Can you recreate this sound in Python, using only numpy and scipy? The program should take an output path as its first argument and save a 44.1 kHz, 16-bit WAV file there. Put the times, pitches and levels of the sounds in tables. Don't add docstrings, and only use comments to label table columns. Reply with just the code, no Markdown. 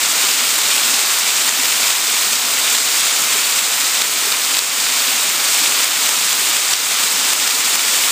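import sys
import numpy as np
from scipy import signal
from scipy.fft import rfft, irfft
from scipy.io import wavfile
from scipy.ndimage import minimum_filter1d

SR = 44100
rng = np.random.default_rng(int(sys.argv[2]) if len(sys.argv) > 2 else 0)


def unload_audio(sound):
    columns = np.transpose(np.atleast_2d(sound))
    steps = np.round(np.clip(columns, -1, 1) * 32767)
    wavfile.write(sys.argv[1], SR, steps.astype(np.int16))


def to_linear_factor(level_db):
    exponent = np.asarray(level_db, float) / 20
    return 10 ** exponent


N = 357651

DROPS_PER_S, DROP_CYCLES, DROPS_DB = 2500, 6.8, -8
BUBBLES_PER_S, BUBBLE_CYCLES, BUBBLES_DB = 120, 18, -18.5
TICKS_PER_S, TICKS_DB = 440, -9.5
DROP_SPREAD_DB = 2.5

SPLAT_S, SWELL_S = 0.0013, 0.009
LIGHT_PER_S, LIGHT_DB, LIGHT_SPREAD_DB = 8, -11.5, 7
LIGHT_LOW_HZ, LIGHT_HIGH_HZ, LIGHT_SWELL_DB = 2460, 8000, 1.5

GURGLE_CYCLES = 14

DUCK_ABOVE_DB, LISTEN_S, ATTACK_S, HOLD_S, RECOVER_DB_PER_S = -11, 0.0027, 0.00063, 0.084, 16.5
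PEAK_TOP, LOW_CUT_HZ = 0.82, 60
NULL_HZ, NULL_WIDTH_HZ, CUTOFF_HZ = 11250, 2540, 15330


def scene():
    # (time [s], level of the water before the spray swells [dB])
    surges = [(0, -15), (.25, -12.5), (.45, -14), (.9, -12.5), (1.3, -14.5), (1.8, -10.5), (2.3, -14.5),
              (2.75, -13.5), (3.3, -14), (4.3, -14.5), (5.0, -14), (5.35, -14.5), (5.7, -12), (6.4, -14),
              (7.0, -13.5), (7.6, -13.5), (8.11, -13)]
    time_s, level_db = np.transpose(surges)
    flow = to_linear_factor(np.interp(np.arange(N) / SR, time_s, level_db))
    water = coloured(sheets(shared_db=0.34, own_db=0.72) + drops())
    rings, spray = splats()
    mix = flow * spray * water + rings + gurgles()
    return np.tile(mix, (2, 1))


def sheets(shared_db, own_db):
    spectrum, hz = rfft(rng.standard_normal(N)), np.fft.rfftfreq(N, 1 / SR)
    octave = np.log2(np.maximum(hz, 125) / 125)
    together = drift(21) + drift(70)
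    out = np.zeros(N)
    for k in range(9):
        weight = np.maximum(1 - np.abs(octave - k), 0)
        band = irfft(spectrum * weight, N)
        depth = max(k - 2, 0) / 4
        flicker_db = shared_db * together + own_db * drift(25)
        out += band * to_linear_factor(flicker_db * depth)
    return rms_one(out)


def drops():
    small = ringing(DROPS_PER_S, np.linspace(2500, 15000, num=24), DROP_CYCLES)
    bubbles = ringing(BUBBLES_PER_S, np.linspace(150, 500, num=12), BUBBLE_CYCLES)
    ticks = rms_one(np.diff(strikes(TICKS_PER_S), prepend=0))
    return to_linear_factor(DROPS_DB) * small + to_linear_factor(BUBBLES_DB) * bubbles + to_linear_factor(TICKS_DB) * ticks


def ringing(per_s, pitches, cycles):
    clicks = strikes(per_s)
    dealt = rng.integers(0, len(pitches), N)
    return rms_one(sum(ring(clicks * (dealt == k), hz, cycles) for k, hz in enumerate(pitches)))


def ring(clicks, hz, cycles):
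    r, w = to_linear_factor(-60 * hz / (cycles * SR)), 2 * np.pi * hz / SR
    return signal.lfilter([0, np.sin(w)], [1, -2 * r * np.cos(w), r * r], clicks + 1e-18)


def strikes(per_s):
    size_db = DROP_SPREAD_DB * np.minimum(rng.exponential(1, N), 3.0)
    sizes = to_linear_factor(size_db) * rng.choice([-1, 1], N)
    rate = per_s * to_linear_factor(3.0 * drift(30))
    return sizes * (rng.random(N) < rate / SR)


def coloured(x):
    # (frequency [Hz], relative level per Hz [dB])
    rush = [(20, -57), (70, -34.5), (120, -26), (160, -20.5), (250, -16.5), (650, -8.5), (1000, -4.5),
            (2000, -3.5), (3000, -2.5), (5000, -1.5), (9000, -3), (10500, -6), (12500, -6.5), (14600, -7)]
    # (centre [Hz], width [Hz], height [dB])
    hollows = [(254, 45, 4), (310, 30, 2.5), (353, 37, -2), (424, 38, 1.5), (1325, 310, 2),
               (1610, 130, -1.5), (2340, 370, 2), (3640, 310, 2), (5800, 710, -2), (7550, 1800, 3.5)]
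    hz = np.maximum(np.fft.rfftfreq(N, 1 / SR), 1)
    at_hz, level_db = np.transpose(rush)
    response_db = np.interp(np.log(hz), np.log(at_hz), level_db)
    for centre_hz, width_hz, bump_db in hollows:
        response_db += bump_db / (1 + (2 * (hz - centre_hz) / width_hz) ** 2)
    return rms_one(irfft(rfft(x) * to_linear_factor(response_db), N))


def splats():
    # (time [s], ring peak [dB], ring frequency [Hz], swell of the spray [dB])
    hard_splats = [(.289,-10,3060,4),(.586,-10,8200,3.5),(.991,-7,6350,3.5),(1.187,-7,7900,3),(1.492,-3,7200,2.5),(1.647,-7,3470,1),(1.906,-9,7550,5.5),(2.332,-8,3650,4),(2.7516,-2.5,7300,3.5),(2.784,-3,6700,3),(3.219,-6.5,7420,2.5),(3.592,-10,7600,4.5),(3.809,-7,7400,2.5),(4.019,-4.5,3900,6.5),(4.3225,-4.5,4440,5.5),(4.448,-7,4300,1.5),(4.543,-4,4170,0),(4.569,-7,4250,3),(4.59,-3,4190,4.5),(5.293,-11,7400,3.5),(5.6595,-5,2820,1),(5.6775,-8,7660,1.5),(5.843,-6,7800,4),(6.091,-10,7600,4.5),(6.329,-3,7470,1.5),(6.567,-10,3640,4),(6.7355,-3.5,5300,3.5),(7.038,-8,7860,4.5),(7.333,-7,2440,4),(7.476,-13,2390,5.5),(7.755,-11,7800,4),(8.037,-3,2920,-0.5)]
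    rings, swell_db = np.zeros(N), np.zeros(N)
    ramp = np.linspace(0, 1, int(SWELL_S * SR))
    for s, peak_db, hz, spray_db in hard_splats + light_splats():
        add(rings, s + SPLAT_S / 2, to_linear_factor(peak_db) * swelling_tone(hz, SPLAT_S))
        add(swell_db, s + 2 * SPLAT_S - SWELL_S, spray_db * ramp)
    return rings, to_linear_factor(swell_db)


def light_splats():
    when, size, pitch, swell = rng.random((int(LIGHT_PER_S * N / SR), 4)).T
    peak_db = LIGHT_DB + LIGHT_SPREAD_DB * size
    hz = LIGHT_LOW_HZ * (LIGHT_HIGH_HZ / LIGHT_LOW_HZ) ** pitch
    return list(zip(when * N / SR, peak_db, hz, LIGHT_SWELL_DB * swell))


def gurgles():
    # (time [s], peak level [dB], ring frequency [Hz])
    deep_bubbles = [(0.225, -30, 396), (0.399, -33, 248), (0.918, -34, 253), (1.576, -30, 260),
                    (2.243, -40, 202), (3.342, -31, 420), (4.259, -29.5, 402), (7.016, -37, 438)]
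    out = np.zeros(N)
    for s, peak_db, hz in deep_bubbles:
        add(out, s, to_linear_factor(peak_db) * swelling_tone(hz, GURGLE_CYCLES / hz))
    return out


def swelling_tone(hz, length_s):
    t = np.arange(int(length_s * SR)) / SR
    envelope = np.sin(np.pi * t / length_s) ** 2
    return envelope * np.sin(2 * np.pi * hz * t)


def add(out, s, sound):
    at = max(round(s * SR), 0)
    out[at:at + len(sound)] += sound[:N - at]


def drift(rate):
    r = np.exp(-40 * np.pi * rate / SR)
    noise = rng.standard_normal(N // 20 + 2002)
    slow = signal.lfilter([1], [1, -2 * r, r * r], noise)[2000:]
    return np.interp(np.arange(N) / 20, np.arange(len(slow)), rms_one(slow))


def rms_one(x):
    return x / np.sqrt(np.mean(x ** 2) + 1e-20)


def gain_control(x):
    k = np.exp(-1 / (LISTEN_S * SR))
    level_db = 10 * np.log10(signal.lfilter([1 - k], [1, -k], x ** 2) + 1e-12)
    cut_db = np.minimum(DUCK_ABOVE_DB - level_db, 0)
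    hold = int(HOLD_S * SR)
    padded_db = np.r_[np.zeros(hold), cut_db]
    held_db = minimum_filter1d(padded_db, size=hold)[hold - hold // 2:][:N]
    climb_db = RECOVER_DB_PER_S * np.arange(N) / SR
    gain_db = np.minimum(np.minimum.accumulate(held_db - climb_db) + climb_db, 0)
    k = np.exp(-1 / (ATTACK_S * SR))
    return x * to_linear_factor(signal.lfilter([1 - k], [1, -k], gain_db))


def band_limit(x):
    return signal.sosfilt(signal.butter(12, 16630, fs=SR, output="sos"), x)


def record(dry):
    x = gain_control(dry[0])
    x = x / (1 + (x / PEAK_TOP) ** 6) ** (1 / 6)
    x = signal.sosfilt(signal.butter(2, LOW_CUT_HZ, "high", fs=SR, output="sos"), x)
    r, c = np.exp(-np.pi * NULL_WIDTH_HZ / SR), np.cos(2 * np.pi * NULL_HZ / SR)
    x = signal.lfilter([r, -2 * r * c, r], [1, -2 * r * c, r * r], x)
    x = signal.sosfilt(signal.ellip(12, 0.1, 80, CUTOFF_HZ, fs=SR, output="sos"), x)
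    return band_limit(np.tile(x, (2, 1)))


dry = scene()
out = record(dry)
unload_audio(out)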